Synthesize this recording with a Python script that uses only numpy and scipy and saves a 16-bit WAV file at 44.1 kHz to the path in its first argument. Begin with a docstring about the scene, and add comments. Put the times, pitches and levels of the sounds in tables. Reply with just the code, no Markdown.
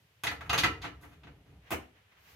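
"""In a small, hard-walled quiet room, a steel portafilter is pushed up into the group of a lever espresso
machine, about a metre and a half away. It knocks and chatters against the collar, exciting steel modes
and panels, while the casing booms under the hands. Stick-slip friction scrapes as it is turned tight.
At 1.7 s a palm slaps the handle home; then clothes rustle and sleeves hiss as the arms rise."""
import sys
import numpy as np
from scipy import signal
from scipy.fft import rfft, irfft
from scipy.io import wavfile
from scipy.ndimage import uniform_filter1d

SR = 44100
rng = np.random.default_rng(int(sys.argv[2]) if len(sys.argv) > 2 else 0)


def master_out(mix):
    """Clip the mix to full scale and print it as 16-bit PCM to the path in sys.argv[1]."""
    frames = np.transpose(np.atleast_2d(mix))
    ceiling = np.clip(frames, -1, 1)
    pcm = np.round(ceiling * 32767).astype(np.int16)
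    wavfile.write(sys.argv[1], SR, pcm)


N = 103635

# steel on steel (time [s], level [dB], bass [dB], hollowness [dB], brightness [dB], air [dB],
# chatter decay [s], ring against panels [dB], two favoured resonances [Hz])
KNOCK_EVENTS = [(0.2357, -33.5, -1, 1.5, 1.5, 10, 0.013, -2, 3320, 10000),
                (0.2690, -28, -9.5, -7, 1, -3, 0.0017, -3.5, 1740, 1994),
                (0.3135, -39.5, 1, 2, -8, 4.5, 0.0073, -6, 1994, 3320),
                (0.408, -41.5, -8, -0.5, -9, -5.5, 0.0048, -4, 1331, 1655),
                (0.495, -31.5, -1, 4, 6.5, 1, 0.0017, 2, 1198, 2812),
                (0.5301, -25.5, -3.5, -0.5, -5, 0.5, 0.0015, -1, 1198, 6380),
                (0.5426, -29, -3, -2, -2, -8.5, .002, -0.5, 1331, 1994),
                (0.5780, -36, 4.5, 5, 12.5, 13, 0.0032, -7.5, 2502, 4650),
                (0.5860, -30.5, -1.5, -7.5, 7, 8, 0.002, -1.5, 2812, 3320),
                (0.6350, -22, -1.5, -5, -2, -3, 0.0011, -4, 1922, 4404),
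                (0.6435, -24, -0.5, 0, -8, -9, 0.0064, -2, 1922, 2812),
                (1.2338, -56, 9.5, -0.5, 1, -12, 0.0089, -6, 300, 6380),
                (1.2700, -52.5, 7, 0, -7, -15, 0.0061, -6.5, 300, 699)]
def knocks():
    """Impact excitation: the portafilter delivers an impulse, then dying chatter on the collar."""
    t, out = np.arange(SR // 3) / SR, np.zeros(N)
    for start, db, *tone_db, chatter_s, ring_db, first_hz, second_hz in KNOCK_EVENTS:
        chatter = energy(contacts(t) * np.exp(-t / chatter_s))
        force = (t == 0) + undb(-4.5) * chatter
        out += undb(db) * place(metal(force, t, ring_db, tone_db, (first_hz, second_hz)), start)
    return out


# lugs on the collar (time [s], level [dB], bass [dB], brightness [dB], air [dB], rise [s], fall [s])
SCRAPE_EVENTS = [(0.434, -50, -7, -10, -1, 0.023, 0.014), (0.8150, -48.5, -8, 8.5, 4, 0.0013, 0.0093),
                 (0.8215, -35.5, 0.5, -4.5, -8.5, 0.018, .018), (1.0080, -61.5, 13, 2, 19.5, 0.0051, 0.052),
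                 (1.024, -51, 3, -13.5, -1, 0.0087, 0.018), (1.1050, -59.5, 4, -4.5, 3, 0.0086, 0.02),
                 (1.444, -64.5, 14.5, -3.5, 2, 0.028, 0.064)]
def scrapes():
    """Stick-slip friction: the turning lugs drive the metal with a swell of tiny contacts."""
    t, out = np.arange(SR // 3) / SR, np.zeros(N)
    for start, db, bass, bright, air, rise, fall in SCRAPE_EVENTS:
        force = contacts(t) * swell(t, rise, fall)
        out += undb(db) * place(metal(force, t, ring_db=-6.5, tone_db=(bass, 0, bright, air)), start)
    return out


def contacts(t, per_s=730):
    """Poisson process: tiny contacts of random size."""
    return (rng.random(len(t)) < per_s / SR) * rng.standard_normal(len(t))


def metal(force, t, ring_db, tone_db, favoured_hz=()):
    """Superposition: panels and steel ring together; the point of contact sets the colour."""
    sound = energy(panels(force) + undb(ring_db) * steel_ring(force, t, favoured_hz))
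    bass, hollow, bright, air = tone_db
    tone = [(250, bass), (800, hollow), (1250, hollow), (1900, 0), (4000, bright), (12000, air)]
    return colour(sound, tone) * np.sqrt(SR / 100)


# modes of portafilter and group (frequency [Hz], level [dB], T60 [s])
STEEL_RESONANCES = [(300, -2.5, 0.19), (455, -12.5, 0.46), (699, -4, 0.075), (835, -8, .15),
                    (1198, -8.5, .16), (1331, 1, 0.18), (1655, -14.5, 0.21), (1740, -8.5, 0.11),
                    (1922, -11.5, .16), (1994, -4, 0.053), (2502, -3, 0.081), (2812, -5.5, 0.06),
                    (3320, -11.5, 0.064), (3628, -17, 0.2), (4404, -17, 0.073), (4650, -11, 0.033),
                    (6380, -14.5, 0.11), (10000, -25.5, .06), (11470, -17, 0.044)]
def steel_ring(force, t, favoured_hz):
    """Modal ringing: clusters of three close modes beat; those the contact favours are lifted."""
    favour_db, reach, split = 9.5, 0.057, 0.0072  # reach and split are shares of the frequency
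    ring = 0
    for hz, db, t60 in STEEL_RESONANCES:
        lift_db = favour_db * sum(np.exp(-(np.log(hz / f) / reach) ** 2) for f in favoured_hz)
        cluster_hz = (hz * (1 + split * (k + rng.random() - .5)) for k in (-1, 0, 1))
        cluster = sum(np.sin(2 * np.pi * (f * t + rng.random())) for f in cluster_hz)
        ring += undb(db + lift_db) * energy(cluster * stored_amplitude(force, t60))
    return energy(ring)


# ring of the panels (frequency [Hz], spectral level [dB])
PANEL_SPECTRUM = [(35, -27), (70, -6), (135, 6.5), (200, -8), (290, 4), (360, -3.5), (560, -5.5), (800, 0),
                  (1400, 1), (2600, -1.5), (3800, -5), (5400, -15), (6500, -14), (8200, -24), (11800, -22),
                  (16000, -34)]
def panels(force):
    """Modal overlap: dense, quickly damped modes merge into noise."""
    return energy(colour(burst(stored_amplitude(force, t60=0.033)), PANEL_SPECTRUM))


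def stored_amplitude(force, t60):
    """Energy balance: each contact adds energy and damping drains it."""
    return np.sqrt(signal.lfilter([1], [1, -fade(2 / SR, t60)], force ** 2 + 1e-18))


# skin smack and fleshy thud on the handle (frequency [Hz], spectral level [dB])
SKIN_SPECTRUM = [(100, -9), (700, 2.5), (2800, -8.5), (4400, -18), (8000, -18), (13000, -12.5),
                 (15500, -21)]
THUD_SPECTRUM = [(35, -31), (80, 3.5), (120, -0.5), (170, -0.5), (260, 7.5), (400, 1.5), (550, -7),
                 (720, 3.5), (900, -4), (1700, -5), (2800, -4), (4200, -22.5), (6500, -18.5), (9000, -26),
                 (16000, -24)]
def slap():
    """Soft impact: the palm lands, the weight of the hand follows, and the fingers close."""
    t = np.arange(SR // 4) / SR
    thud = colour(burst(swell(t, rise=0.003, fall=0.014)), THUD_SPECTRUM)
    palm, fingers = (colour(burst(swell(t, rise=0.00043, fall=0.0045)), SKIN_SPECTRUM) for _ in range(2))
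    return blow(palm, 1.7055, db=-38.5) + blow(thud, 1.7130, db=-30.5) + blow(fingers, 1.7205, db=-39)


# low modes of the casing (frequency [Hz], width of the narrower filter [Hz], level [dB])
CASING_MODES = [(66.7, 18, 2), (97, 14.6, -5), (139, 26, -5), (159.3, 61, -8), (285, 37, -12.5),
                (418, 74, -12), (690, 370, -13)]
# their boom (time [s], level [dB])
BOOM_LEVEL = [(0, -65.5), (.21, -86), (.26, -51), (.44, -49.5), (.53, -44), (.68, -42.5), (.76, -47.5),
              (.84, -49.5), (.97, -55.5), (1.17, -59.5), (1.28, -51.5), (1.44, -59), (1.53, -55),
              (1.66, -61), (1.8, -66), (1.95, -67), (2.08, -80), (2.35, -66)]
def casing():
    """Forced vibration: pushing and twisting shakes the low modes of the machine."""
    boom = 0
    for hz, width, db in CASING_MODES:
        q = hz / width
        drive = signal.lfilter(*signal.iirpeak(hz, q / 2, SR), rng.standard_normal(N))
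        boom += undb(db) * unit(signal.lfilter(*signal.iirpeak(hz, q, SR), drive))
    return unit(boom) * curve(BOOM_LEVEL)


# rustle of cloth and fine hiss of sleeves (time [s], level [dB])
RUSTLE_LEVEL = [(0, -74), (.9, -69.5), (1.6, -75), (1.68, -58.5), (1.85, -66), (1.92, -73), (1.97, -64),
                (2.02, -69.5), (2.09, -70.5), (2.125, -63.5), (2.15, -68), (2.18, -63), (2.215, -67.5),
                (2.29, -60), (2.35, -62.5)]
HISS_LEVEL = [(0, -79), (2.1, -103.5), (2.2, -74), (2.3, -64), (2.35, -67)]
# their colours (frequency [Hz], spectral level [dB])
RUSTLE_SPECTRUM = [(100, -5), (350, -6.5), (800, -2.5), (1300, -2), (2000, 1), (3000, -3), (4500, -15.5),
                   (6500, -18), (9000, -34.5), (14000, -23), (16000, -26)]
HISS_SPECTRUM = [(1000, -18), (4500, 3.5), (6500, 1), (8500, -6.5), (12000, -2.5), (14000, 6), (16000, -11)]
def clothes():
    """Friction noise: cloth rustles, and the sleeves hiss as the arms rise."""
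    return wash(RUSTLE_SPECTRUM) * curve(RUSTLE_LEVEL) + wash(HISS_SPECTRUM) * curve(HISS_LEVEL)


# still room air (frequency [Hz], spectral level [dB])
AIR_SPECTRUM = [(25, -24), (60, -3.5), (105, 10), (200, -11), (300, -17.5), (420, -5.5), (800, -15.5),
                (1500, -17), (3000, -9), (5000, -19), (8000, -23.5), (13000, -21), (16000, -41)]
def room_air():
    """Ambient noise: a faint, steady diffuse field."""
    return wash(AIR_SPECTRUM) * undb(-71)


def room(x):
    """Reverberation: direct sound, reflections off counter and corner, a tail whose treble dies first."""
    early_db, tail_db, gain_db = 6.5, -2, 5
    t = np.arange(SR) / SR
    early = diffuse(SR) * fade(t, t60=0.11) * np.minimum(t / 0.00067, 1)
    rest, tail = diffuse(SR), 0
    for hz in 250 * 2 ** np.arange(7):
        band = signal.sosfiltfilt(signal.butter(2, hz, fs=SR, output="sos"), rest)
        rest = rest - band
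        tail += band * fade(t, t60=0.3 * (hz / 2000) ** -0.1)
    tail *= np.minimum(t / 0.018, 1)
    channels = []
    for reflections, late in zip(early, tail):
        response = (t == 0) + undb(early_db) * energy(reflections) + undb(tail_db) * energy(late)
        channels.append(signal.fftconvolve(x, energy(even(response)[:SR * 3 // 4]))[:N])
    return undb(gain_db) * np.array(channels)


def diffuse(count, half_coherence_hz=424):
    """Diffuse field: left and right are coherent in the bass, unrelated in the treble."""
    mid, side = rng.standard_normal((2, count))
    hz = np.arange(count // 2 + 1) * SR / count
    coherence = 1 / (1 + (hz / half_coherence_hz) ** 2.45)
    mid = irfft(rfft(mid) * np.sqrt(1 + coherence), count)
    side = irfft(rfft(side) * np.sqrt(1 - coherence), count)
    return np.array([mid + side, mid - side]) / np.sqrt(2)


def wash(spectrum):
    """Coloured diffuse noise at rms 1."""
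    return unit(np.array([colour(channel, spectrum) for channel in diffuse(N)]))


def burst(envelope):
    """Whitened noise burst, gated to die with its envelope."""
    gate = np.minimum(10 * np.maximum.accumulate(envelope[::-1])[::-1] / envelope.max(), 1)
    return even(rng.standard_normal(len(envelope)) * envelope) * gate


def even(x, span_hz=120):
    """Spectral whitening: levels out chance peaks and dips."""
    spectrum = rfft(x)
    power = uniform_filter1d(np.abs(spectrum) ** 2, max(int(span_hz * len(x) / SR), 1))
    return irfft(spectrum / np.sqrt(power + 1e-12), len(x))


def colour(x, points, size=4096):
    """Minimum-phase filter through (frequency [Hz], level [dB]) points."""
    hz, db = np.array(points, float).T
    bins_hz = np.maximum(np.arange(size // 2 + 1) * SR / size, 1)
    cepstrum = irfft(np.log(undb(np.interp(np.log(bins_hz), np.log(hz), db))))
    cepstrum *= np.r_[1, np.full(size // 2 - 1, 2), 1, np.zeros(size // 2 - 1)]  # makes it causal
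    return signal.fftconvolve(x, irfft(np.exp(rfft(cepstrum))))[:len(x)]


def swell(t, rise, fall):
    """Linear rise, exponential fall."""
    return np.minimum(t / rise, 1) * np.exp(-np.maximum(t - rise, 0) / fall)


def fade(t, t60):
    """Exponential damping: 60 dB lost in t60."""
    return np.exp(-np.log(1000) * t / t60)


def curve(points):
    """Gain through (time [s], level [dB]) points."""
    return undb(np.interp(np.arange(N) / SR, *np.array(points).T))


def blow(x, start_s, db):
    """Place a transient with the energy of 10 ms at this level."""
    return place(energy(x) * undb(db) * np.sqrt(SR / 100), start_s)


def place(x, start_s):
    """Delay a sound to its start time."""
    return np.r_[np.zeros(int(start_s * SR)), x, np.zeros(N)][:N]


def undb(db):
    """Decibels to gain."""
    return 10 ** (np.asarray(db) / 20)


def unit(x):
    """Normalise to rms 1."""
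    return x / np.sqrt(np.mean(x ** 2))


def energy(x):
    """Normalise to energy 1."""
    return x / np.sqrt(np.sum(x ** 2))


def scene():
    """Superposition: reverberant contacts over boom, clothes and air."""
    return room(knocks() + scrapes() + slap()) + casing() + clothes() + room_air()


def record(dry, low_hz=53, top_hz=16000):
    """Band limiting: the deepest rumble and the top treble are cut."""
    lean = signal.sosfilt(signal.butter(3, low_hz, "high", fs=SR, output="sos"), dry)
    return signal.sosfilt(signal.ellip(10, .2, 80, top_hz, fs=SR, output="sos"), lean)


dry = scene()
out = record(dry)
master_out(out)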